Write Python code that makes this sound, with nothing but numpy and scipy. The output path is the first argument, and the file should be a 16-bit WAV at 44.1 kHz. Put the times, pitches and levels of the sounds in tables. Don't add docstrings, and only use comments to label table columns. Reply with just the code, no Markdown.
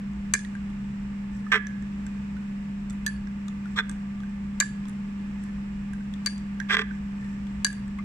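import sys
import numpy as np
from scipy import signal
from scipy.fft import rfft, irfft, next_fast_len
from scipy.io import wavfile
from scipy.ndimage import uniform_filter1d, map_coordinates

SR = 44100
rng = np.random.default_rng(int(sys.argv[2]) if len(sys.argv) > 2 else 0)


def dump(signal):
    limited = np.clip(np.atleast_2d(signal).T, -1, 1)
    pcm = np.round(limited * 32767).astype(np.int16)
    wavfile.write(sys.argv[1], SR, pcm)


def linear_from_db(decibels):
    return 10 ** (np.asarray(decibels, float) / 20)


N = 354563

# [f/Hz, level/dB, time to fall 60 dB/s]
GLASS = [(1159, 6, 0.012), (1557, -0.5, 0.03), (1800, 4.5, 0.015), (2095, -3, 0.026), (2335, -2, 0.022),
         (2450, -14.5, 0.013), (2900, -1.5, 0.012), (3390, -5.5, 0.009), (3650, -17, 0.022),
         (3976, -5.5, 0.025), (4540, -6, 0.016), (5300, -18.5, 0.017), (5400, -24, 0.01), (6040, -6, 0.028),
         (6440, 1, 0.025), (7136, -6.5, 0.021), (7320, -4.5, 0.018), (7930, 0.5, 0.011),
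         (8400, -4.5, 0.019), (9200, -5.5, 0.0059), (9560, 7, 0.0072), (10800, -23, 0.0045),
         (12500, -13.5, 0.0055), (13820, -7, 0.0098), (14860, -12.5, .01)]


def unit(x):
    return x / np.sqrt(np.mean(x ** 2) + 1e-20)


def along(points, hz):
    f, v = np.transpose(points)
    return np.interp(np.log(hz + 1), np.log(f + 1), v)


def latest(rows, s):
    return [row[1:] for row in rows if row[0] < s][-1]


def wobble(rate, size=N):
    knots = rng.standard_normal(int(size * rate / SR) + 4)
    return map_coordinates(knots, [np.arange(size) * rate / SR])


def filtered(x, response):
    m = next_fast_len(N + SR // 2)
    return irfft(rfft(x, m) * response(np.fft.rfftfreq(m, 1 / SR)), m)[..., :N]


def resonances(modes):
    def response(f):
        total = 0
        for k, (centre, width, db) in enumerate(modes):
            total = total + (-1) ** k * linear_from_db(db) * 1j * f * width / (centre ** 2 - f * f + 1j * f * width)
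        return total
    return response


def unit_gain(response):
    return np.sqrt(np.mean(abs(response(np.arange(0, SR / 2))) ** 2))


def rush(spectrum):
    # [f/Hz, likeness from -1 to 1]
    alike = [(40, 1), (100, 0.99), (230, 0.93), (400, -0.12), (700, -0.45), (1200, 0.013), (2000, -0.047)]

    def middle_and_side(hz):
        turn = np.arccos(np.clip(along(alike, hz), -1, 1)) / 2
        return linear_from_db(along(spectrum, hz)) * [np.cos(turn), np.sin(turn)]
    mid, side = filtered(rng.standard_normal((2, N)), middle_and_side)
    return unit(np.array([mid + side, mid - side]))


def machines():
    hum_hz = [200.158, 100.08, 194.9, 205.4, 176.2, 224.1, 24, 248, 276]
    hum_db = [0, -27, -20, -29, -26, -17, -30, -35, -34]
    # [f/Hz, level/dB]
    whines = [(403.7, -80), (710.6, -70.5), (812.9, -76.5), (904.4, -70), (1174, -68), (1427, -74.5),
              (1712, -73), (2848, -75)]
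    # [f/Hz, width/Hz, level/dB]
    housing = [(877, 82, -3), (1180, 64, 0), (1770, 90, -3.5), (2060, 80, -5.5), (2480, 140, -3.5)]
    # [f/Hz, level per Hz/dB]
    rumble = [(15, -23.5), (36, -3.5), (43, -32.5), (55, -0.5), (68, -5), (76, -24.5), (87, -18),
              (100, -17), (113, -18), (123, -8), (146, -9), (165, -7), (190, -24), (216, -10.5),
              (240, -24.5), (300, -72)]
    # [f/Hz, level per Hz/dB]
    fan = [(140, -39.5), (235, -3.5), (276, 0), (327, -6), (461, -9.5), (664, -14), (687, -16),
           (874, -11.5), (1350, -14.5), (1750, -13), (2830, -18), (3600, -28.5), (4680, -56.5),
           (7920, -120)]
    # [f/Hz, level per Hz/dB]
    air = [(2120, -23), (3600, -0.5), (4590, -3), (5750, -2), (6390, -7), (7610, -1.5), (9240, -16.5),
           (9710, -15), (11600, -28), (14900, -17.5), (16000, -18.5)]

    t = np.arange(N) / SR
    lead = np.array([[.09], [-.09]])
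    out = np.zeros((2, N))
    for hz, db in zip(hum_hz, hum_db):
        out += linear_from_db(db - 33.0) * np.sqrt(2) * np.sin(2 * np.pi * (hz * t + rng.random()) + lead)
    for hz, db in whines:
        level = linear_from_db(db + 2 + 2.8 * wobble(5.2))
        turns = hz * t + 0.072 * wobble(9) + rng.random()
        out += level * np.sin(2 * np.pi * turns + 8.9 * lead)
    out += linear_from_db(-59 + 1.5 * wobble(7)) * unit(filtered(rng.standard_normal((2, N)), resonances(housing)))
    swell = wobble(2.55)
    out += linear_from_db(-41.5 + 0.66 * wobble(3.8)) * rush(rumble)
    out += linear_from_db(-50 + .5 * swell) * rush(fan)
    return out + linear_from_db(-64.5 + 0.67 * swell) * rush(air)


def ringing(modes_hz, db, t60, rise, spread_db, seconds):
    # [f/Hz, left minus right/dB]
    facing = [(1200, -2.5), (1700, -2.5), (3000, 5), (6000, 0), (8000, 0.5), (10000, -16), (14000, -4)]
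    t = np.arange(round(seconds * SR)) / SR
    hz, db, t60, rise = [np.reshape(v, (-1, 1)) for v in (modes_hz, db, t60, rise)]
    luck = rng.standard_normal((5, len(hz), 1))
    pitch = hz * (1 + 0.0047 * luck[0])
    fade = linear_from_db(db + spread_db * luck[1] - 60 * t / t60) * (1 - np.exp(-t / rise))
    side = np.array([1, -1])[:, None, None]
    apart = 0.97 * np.clip(hz / 3000, 0, 1) * luck[2]
    seen = linear_from_db(side * (along(facing, hz) / 2 + 3.6 * luck[3]))
    waves = np.sin(2 * np.pi * pitch * t + side * apart + 3 * luck[4])
    return (seen * fade * waves).sum(1)


def snap(t60, seconds, low_hz=2000):
    t = np.arange(round(seconds * SR)) / SR
    burst = rng.standard_normal(len(t)) + 0.78 * rng.standard_normal((2, len(t)))
    band = signal.butter(5, [low_hz, 10500], "band", fs=SR, output="sos")
    return signal.sosfilt(band, burst) * linear_from_db(-60 * t / t60) * (1 - np.exp(-t / .0008))


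def ticks():
    # [t/s, peak
    # level/dB, bright f/Hz, dull level/dB, dull f/Hz]
    tinks = [(.134, -53, 6950, -9, 1700), (0.392, -33.5, 6390, -16, 1850), (0.552, -48.5, 8130, 9, 1600),
             (1.6693, -35, 6050, -3, 1720), (1.824, -50, 7600, -2, 1800), (2.066, -40.5, 7600, -5, 1560),
             (2.899, -37.5, 7560, -21, 1950), (2.906, -39.5, 7700, -14, 1370),
             (2.929, -53, 9460, -15, 1900), (3.2722, -50, 5400, 2, 1640), (3.483, -37, 7270, -12, 1200),
             (3.8953, -31, 8160, -10, 1600), (3.914, -42.5, 7700, -10, 1700), (4.884, -44, 7630, -9, 1250),
             (5.438, -44, 9300, -11, 1780), (5.9342, -45, 7600, 2.5, 1600), (6.007, -59, 7400, 11.5, 1560),
             (6.1392, -53, 7600, -14, 1800), (6.38, -44, 7600, -17, 1770), (6.6016, -34, 5800, -2, 1610),
             (7.2454, -51, 4080, 2, 1880), (7.729, -38, 8000, -3, 1630), (7.88, -52.5, 7800, 2, 1750),
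             (4.895, -46.5, 9400, -9, 1260), (7.73, -50, 11100, -20, 3480), (7.666, -34, 5450, -17, 2900),
             (5.9344, -51.5, 10000, -10, 1750), (4.6015, -14, 7350, -36, 2300),
             (3.482, -42, 3590, -9, 1700), (6.249, -50, 7600, -14, 3500), (6.277, -36, 8000, -6, 2200),
             (4.886, -50, 11000, -6, 1750), (3.896, -42, 3450, -6, 1200)]
    # [t/s, peak level/dB, dull level/dB, dull f/Hz]
    taps = [(0.4488, -36.5, -7.5, 1880), (0.702, -49, -3, 1180), (1.467, -58, 15, 1250),
            (1.689, -65, 3, 1750), (1.735, -61.5, 14.5, 1710), (2.367, -50.5, 4, 1500),
            (3.657, -49, 5, 1420), (4.2034, -45, -8, 1200), (4.2346, -49, 4, 1570),
            (4.855, -43.5, -6, 1050), (6.1386, -36.5, -19, 1800), (6.6008, -35.5, -2, 1840),
            (6.614, -53, 17, 1700), (6.91, -58.5, 15, 1550), (7.47, -46, -17, 1180),
            (7.987, -44.5, 1, 1110), (7.99, -52, 8, 2090), (7.996, -58, 16, 1170), (8.008, -62, 12, 1210)]
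    tap_hz, bottom_hz = 3280, 3500
    tink_spread, tap_spread = 0.94, 1.7

    out = np.zeros((2, N + SR))
    hz, level_db, t60 = np.transpose(GLASS[6:])
    touches = [row + (tink_spread,) for row in tinks]
    touches += [(s, db, tap_hz, *dull, tap_spread) for s, db, *dull in taps]
    for s, db, bright_hz, dull_db, dull_hz, spread in touches:
        octaves = np.log2(hz / bright_hz) / spread
        near_db = -np.where(octaves > 0, 32, 5) * octaves ** 2
        sound = ringing(hz, near_db - 15.0, 0.83 * t60, 4.4 / hz, 1.8, seconds=.1)
        sound += ringing([bright_hz, dull_hz, 1.2 * dull_hz, bottom_hz],
                         [-2 - 4.0 * spread, dull_db + 2.5, dull_db - 6, -19],
                         t60=[0.012, 0.035, 0.02, 0.028], rise=[0.00025, 0.00089, 0.0012, .0008],
                         spread_db=0.54, seconds=.1)
        sound += linear_from_db(-7) * min(spread, 1.3) * snap(0.0067, seconds=.1, low_hz=1200)
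        out[:, round((s - .0007) * SR):][:, :sound.shape[1]] += linear_from_db(db + 5.5) * sound
    return out[:, :N]


def clinks():
    # [t/s, peak level/dB, knock level/dB, bowl ring level/dB, rim ring level/dB]
    blows = [(0.3381, -8, -0.5, -5, -24), (0.351, -29, 16, -11, -25), (3.0644, -20, -3, -3, -11.5),
             (3.0781, -34.5, 1, 10, -12), (4.602, -10, 0, -11, -17.5), (4.609, -19, 8, -0.5, -47),
             (4.625, -36, 17, 15.5, -1.5), (6.2616, -16, -2.5, -8.5, -6), (6.2705, -24, 7, -9, -8),
             (7.647, -9.5, -2.5, -4.5, -15), (7.666, -26, 2.5, -14, -5)]
    # [f/Hz, level/dB, time to fall 60 dB/s, rise/s]
    bowl = [(1660, -0.5, 0.071, 0.0068), (1750, -6.5, 0.082, 0.0027), (1720, -25, 0.26, .004),
            (1663, -30.5, .4, 0.0036), (1640, -12.5, 0.1, .003)]
    # [f/Hz, level/dB, time to fall 60 dB/s, rise/s]
    rim = [(4590, -0.5, 0.062, .001), (4500, -26.5, 0.4, 0.0011), (4670, -24, .33, .001),
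           (4700, -24, 0.25, .001), (4740, -13.5, 0.083, .001)]
    # [f/Hz, level/dB, time to fall 60 dB/s, rise/s]
    plate = [(434, -1, 0.059, 0.0023), (645, 2, 0.028, 0.0023)]
    # [from t/s, level/dB near 2.3, 3.2, 4 and 7.3 kHz]
    spots = [(.3, 4.5, -6.5, -3, -0.5), (3, -21, 8, 2.5, -4), (4.5, 1.5, -1.5, 1.5, 8.5),
             (6.2, 0.5, -0.5, -1, -5.5), (7.6, -0.5, 1.5, 1.5, -6)]
    # [from t/s, level/dB near 6.4, 9.7 and 13 kHz]
    sheens = [(.3, -3.5, 4.5, -4.5), (3, 1.5, 1, 10), (4.5, 2, -4, 8), (6.2, -6, -6.5, 4),
              (7.6, -0.5, 0.5, -6.5)]
    # [from t/s, level/dB]
    lasts = [(.3, -2), (3, 6), (4.5, 1), (6.2, 0), (7.6, 1)]
    top_level_db, top_loss = -12, 1.3

    out, snaps = np.zeros((2, 2, N + SR))
    hz, level_db, t60 = np.transpose(GLASS)
    bowl_hz, mode_db, bowl_t60, bowl_rise = np.transpose(bowl)
    half = SR // 2
    slosh_db = np.minimum(np.arange(half) / SR * 120, 6)
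    for s, db, knock_db, bowl_db, rim_db in blows:
        top_db = top_level_db - top_loss * max(knock_db, 0)
        low_db, mid_db, upper_db, high_db = latest(spots, s)
        sheen_db, shine_db, glint_db = latest(sheens, s)
        blow_db = along([(2500, knock_db - 4.5), (3000, -2.0), (8800, -2.0), (9300, top_db)], hz)
        spot_db = along([(1900, 0.0093), (2300, low_db), (3200, mid_db), (4000, upper_db),
                         (5300, 0.0023), (6400, sheen_db), (7250, high_db), (7900, shine_db),
                         (9700, shine_db), (12000, glint_db)], hz)
        cluster = ringing(hz, level_db + blow_db + spot_db, t60, 5 / hz, 1.1, seconds=.1)
        sound = np.pad(cluster, [(0, 0), (0, half - cluster.shape[1])])

        bowl_flutter = linear_from_db(.9 * slosh_db * wobble(170, size=half))
        rim_flutter = linear_from_db(.6 * slosh_db * wobble(260, size=half))
        lasts_db = latest(lasts, s)[0] * (bowl_t60 > .2)
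        bowl_ring = ringing(bowl_hz, mode_db + lasts_db, bowl_t60, bowl_rise, 0.45, seconds=.5)
        sound += linear_from_db(bowl_db + 3.0) * bowl_flutter * bowl_ring
        sound += linear_from_db(rim_db + 3.0) * rim_flutter * ringing(*np.transpose(rim), .5, seconds=.5)
        sound += linear_from_db(knock_db - 27.0) * ringing(*np.transpose(plate), 0.93, seconds=.5)
        start = round((s - .0008) * SR)
        out[:, start:][:, :half] += linear_from_db(db - 0.5) * sound
        snaps[:, start:][:, :half] += linear_from_db(db - 1.5) * snap(0.014, seconds=.5)
    return out[:, :N], snaps[:, :N]


def contact(rows, fall_s):
    out = np.zeros((2, N))
    for start, rise, hold, level_db, extra_db in rows:
        corners = np.cumsum([0, rise, hold, fall_s])
        t = np.arange(round(corners[-1] * SR)) / SR
        shape = np.interp(t, corners, [0, 1, 1, 0]) ** 1.2
        out[:, round(start * SR):][:, :len(shape)] += linear_from_db([[level_db], [level_db + extra_db]]) * shape
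    return out


def drags():
    # [start t/s, rise/s, hold/s, hiss level/dB, squeak over hiss/dB]
    strokes = [(1.29, .06, 0.036, -64.5, 5.5), (1.41, 0.065, 0.032, -69, 18.5),
               (3.63, 0.027, 0.016, -70, 10.5), (3.67, 0.045, .02, -65.5, 1), (5.37, .06, 0.011, -64.5, -1),
               (5.43, 0.03, .03, -79.5, 24.5), (4.24, .04, 0.086, -74, 11.5), (6.9, .02, 0.056, -69.5, 14),
               (7.15, 0.064, 0.12, -67.5, 11.5)]
    # [f/Hz, width/Hz, level/dB]
    wet = [(5300, 500, 1.5), (5960, 400, 2), (7600, 380, 4), (8900, 300, -6), (10000, 110, -10)]
    # [f/Hz, width/Hz, level/dB]
    squeaky = [(1775, 46, 10), (1600, 150, -5.5)]

    def grit(modes):
        grains = rng.standard_normal((2, N)) * linear_from_db(2.4 * wobble(180))
        return unit(filtered(grains, resonances(modes)))
    hiss, squeak = contact(strokes, fall_s=0.044)
    return hiss * grit(wet) + squeak * grit(squeaky)


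def skids():
    # [start t/s, rise/s, hold/s, level/dB, brightness/dB]
    pushes = [(1.515, 0.0047, 0.0069, -8, -3), (1.531, 0.0036, 0.019, -17, -1.5),
              (1.555, 0.0037, 0.0046, -16, -4.5), (1.566, 0.0038, 0.008, -26.5, -3.5),
              (3.756, 0.007, 0.008, -33, 7), (3.768, 0.021, 0.0074, -22.5, 2.5),
              (3.801, 0.0015, 0.002, -33, 5), (6.682, 0.023, 0.0077, -19, -3.5),
              (6.71, 0.017, 0.023, -14.5, 0), (6.765, 0.003, 0.0022, -24.5, 3),
              (6.778, 0.011, 0.0073, -21.5, 0.5), (6.804, 0.0067, 0.0079, -24.5, -2.5)]
    # [t/s, peak level/dB]
    slips = [(1.5186, -6.5), (1.5249, -4.5), (1.5315, -15.5), (1.5319, -11), (1.5357, -12.5), (1.5396, -14),
             (1.5421, -4.5), (1.5515, -11), (1.5562, -14), (1.5563, -14.5), (1.5626, -33), (1.573, -20),
             (1.576, -19), (3.7688, -37), (3.7745, -23), (3.7787, -17), (3.7818, -12.5), (3.781, -32),
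             (3.7875, -6), (3.794, -9.5), (3.7959, -16), (3.7984, -19.5), (3.8044, -18.5), (3.805, -21),
             (6.6979, -22.5), (6.6995, -26), (6.7014, -16.5), (6.7066, -11), (6.709, -11.5),
             (6.7117, -13.5), (6.7139, -10.5), (6.7191, -16), (6.7231, -18.5), (6.7256, -15), (6.729, -23),
             (6.7328, -14.5), (6.733, -31), (6.7365, -14.5), (6.7437, -17), (6.7436, -6), (6.7455, -20),
             (6.7512, -14), (6.755, -22), (6.764, -15), (6.7687, -5), (6.7756, -28), (6.782, -17),
             (6.7883, -20), (6.7919, -11.5), (6.7946, -13), (6.798, -23), (6.804, -20), (6.813, -20.5),
             (6.8168, -17.5), (6.818, -18), (6.8225, -28)]
    # [t/s, free bowl ring level/dB, plate thud level/dB, foot level/dB]
    places = [(1.55, -21, -20.5, -2), (3.765, -28, -22, 8), (3.79, -26, -21.5, -6), (6.7, -22, -22, -4),
              (6.8, -24.5, -15, -2)]
    # [from t/s, to t/s]
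    spans = [
        (1.4, 2),
        (3.6, 4),
        (6.5, 7),
    ]
    # [f/Hz, width/Hz, level/dB]
    body_1 = [(1370, 40, -17), (1543, 42, -1), (1750, 45, -7.5), (1986, 83, -0.5), (2234, 23, -16),
              (2650, 33, -9.5), (1950, 980, -6)]
    body_2 = [(924, 46, -14), (1255, 24, -8.5), (1400, 45, -10), (1550, 70, 1), (1860, 44, -11),
              (2030, 40, -8), (2100, 57, -16), (2480, 50, -9), (1900, 870, -9.5)]
    body_3 = [(1370, 50, -16), (1623, 52, -1), (1770, 43, -2.5), (2000, 58, -8.5), (2200, 40, -14),
              (2350, 50, -11), (2780, 80, -11), (1950, 920, -7.5)]
    # [f/Hz, width/Hz, level/dB]
    middle_1 = [(3120, 60, 0), (3320, 120, 0.5), (3600, 220, -6), (3890, 120, -7.5)]
    middle_2 = [(3290, 93, -2.5), (3480, 70, 3), (3620, 150, -8), (3990, 60, -4.5)]
    middle_3 = [(3170, 130, -2), (3450, 160, 1), (3970, 110, -8.5), (4860, 230, -10.5)]
    # [f/Hz, width/Hz, level/dB]
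    foot = [(1036, 36, -5.5), (1200, 45, 2.5), (1413, 83, -9.5)]
    # [f/Hz, width/Hz, level/dB]
    bowl_ring = [(1680, 3.6, 1), (1700, 6, -1.5), (1750, 8, -1.5), (1630, 9, -6.5)]
    # [f/Hz, width/Hz, level/dB]
    plate_thud = [(402, 45, -7), (440, 28, -1)]
    # [f/Hz, width/Hz, level/dB]
    gritty = [(4400, 370, -9.5), (5380, 410, -2), (5930, 190, 0.5), (7600, 520, -5.5), (8560, 330, -18),
              (9240, 900, -37), (9960, 200, -12), (11020, 160, -13)]
    # [f/Hz, lead/radians]
    turn = [(1000, 0.59), (1700, 0.61), (2200, 1.58), (3000, 2.1), (4500, 4), (6000, 1.1)]
    body_db, middle_db = [1.5, 0.5, 0], [-2, -0.5, 1]
    jolt_s = .00025

    press, bright = contact(pushes, fall_s=0.01)
    t = np.arange(N) / SR
    place_s, *place_db = np.transpose(places)
    free, thud, base = [press * linear_from_db(np.interp(t, place_s, db)) for db in place_db]
    slip_s, slip_db = np.transpose(slips)
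    at = np.round(slip_s * SR).astype(int)
    side = np.array([[.5], [-.5]])
    during = [(t > a) & (t < b) for a, b in spans]
    bodies = [(modes, linear_from_db(db) * on * press)
              for modes, db, on in zip((body_1, body_2, body_3), body_db, during)]
    middles = [(modes, linear_from_db(db - 12) * on * bright)
               for modes, db, on in zip((middle_1, middle_2, middle_3), middle_db, during)]
    # (parts, shared grit, grit of each port, softness Hz, left-right dB, whether the tip gives)
    groups = [(bodies, .16, .1, 2900, -3, True),
              ([(foot, linear_from_db(-9.5) * base)], .4, .3, 2900, -3, True),
              ([(bowl_ring, free)], .5, .4, 2200, -3, False),
              ([(plate_thud, thud)], .5, .2, 700, .3, False),
              (middles, .5, .3, 4600, 3, False),
              ([(gritty, linear_from_db(-27.5) * bright)], .8, .6, 10500, 3, False)]
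    out = np.zeros((2, N))
    for parts, grit, own, soft_hz, pan_db, gives in groups:
        noise = rng.standard_normal((3, N))
        jolts = np.zeros(N)
        jolts[at] = linear_from_db(slip_db + 10.5 + 1.8 * noise[0, at]) / (press[at] + 0.0045)
        if gives:
            jolts = np.convolve(jolts, np.hanning(round(jolt_s * SR)) * 2 / (jolt_s * SR), "same")
        drive = jolts + grit * noise[0] + own * noise[1:]
        for modes, level in parts:
            def shape(f):
                soft = 1 / (1 + 1.4j * f / soft_hz - (f / soft_hz) ** 2) ** 2
                thin = 1j * f / (modes[0][0] + 1j * f)
                return resonances(modes)(f) * soft * thin

            def ports(f):
                return shape(f) * linear_from_db(side * pan_db) * np.exp(1j * side * along(turn, f))
            out += filtered(drive * level, ports) / unit_gain(shape)
    return linear_from_db(3.5) * out


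def room(x):
    # [f/Hz, time to fall 60 dB/s]
    echo_t60 = [(500, 0.32), (1700, 0.56), (5000, 0.26), (10000, 0.3), (15000, 0.3)]
    out, step = np.zeros((2, N + SR)), SR // 3
    for a in range(0, N, step):
        hz, t, z = signal.stft(rng.standard_normal((2, SR // 2)), SR, nperseg=256)
        fading = z * linear_from_db(-60 * t / along(echo_t60, hz)[:, None])
        tail = signal.istft(fading, SR, nperseg=256)[1]
        wet = signal.fftconvolve(x[:, a:a + step], tail / np.linalg.norm(tail[0]), axes=1)
        out[:, a + 350:][:, :wet.shape[1]] += wet
    return out[:, :N]


def scene():
    # [f/Hz, width/Hz, level/dB]
    linger = [(2200, 740, -5), (6400, 600, -1), (7600, 900, -3), (8400, 400, -6), (9800, 900, 2)]

    def echo_colour(hz):
        return (1.1 + abs(resonances(linger)(hz))) / (1 + (hz / 10400) ** 40)
    rings, snaps = clinks()
    touches = ticks()
    rubs = skids() + drags()
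    echo = room(linear_from_db(-29) * rings + linear_from_db(-11) * snaps + linear_from_db(-17) * touches + linear_from_db(-25.5) * rubs)
    return rings + snaps + touches + rubs + filtered(echo, echo_colour) + machines()


def roll_off(x):
    return signal.sosfilt(signal.butter(12, 15400, fs=SR, output="sos"), x)


def record(dry):
    # [f/Hz, left minus right/dB]
    port_db = [(150, 0.3), (350, -1.1), (700, 3), (1150, 0), (1650, -5.5), (2200, -4.5), (3000, -0.5),
               (4200, 4.5), (6000, 2.5), (8000, 7), (10500, -10), (13500, 0.5)]

    def ports(hz):
        tilt = linear_from_db(along(port_db, hz) * np.array([[.5], [-.5]]))
        return tilt / np.sqrt(1 + (hz / 15300) ** 40)
    x = filtered(dry, ports)
    loud_db = 10 * np.log10(abs(uniform_filter1d((x ** 2).max(0), size=441)) + 1e-12)
    recover_db = 22 * np.arange(N) / SR
    wanted_db = 0.25 * np.clip(loud_db + 26.0, 0, None)
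    duck_db = np.maximum.accumulate(wanted_db + recover_db) - recover_db
    x = x * linear_from_db(-uniform_filter1d(duck_db, size=301))
    x = x / (1 + abs(x / .65) ** 4) ** (1 / 4)
    return roll_off(x)


dry = scene()
out = record(dry)
dump(out)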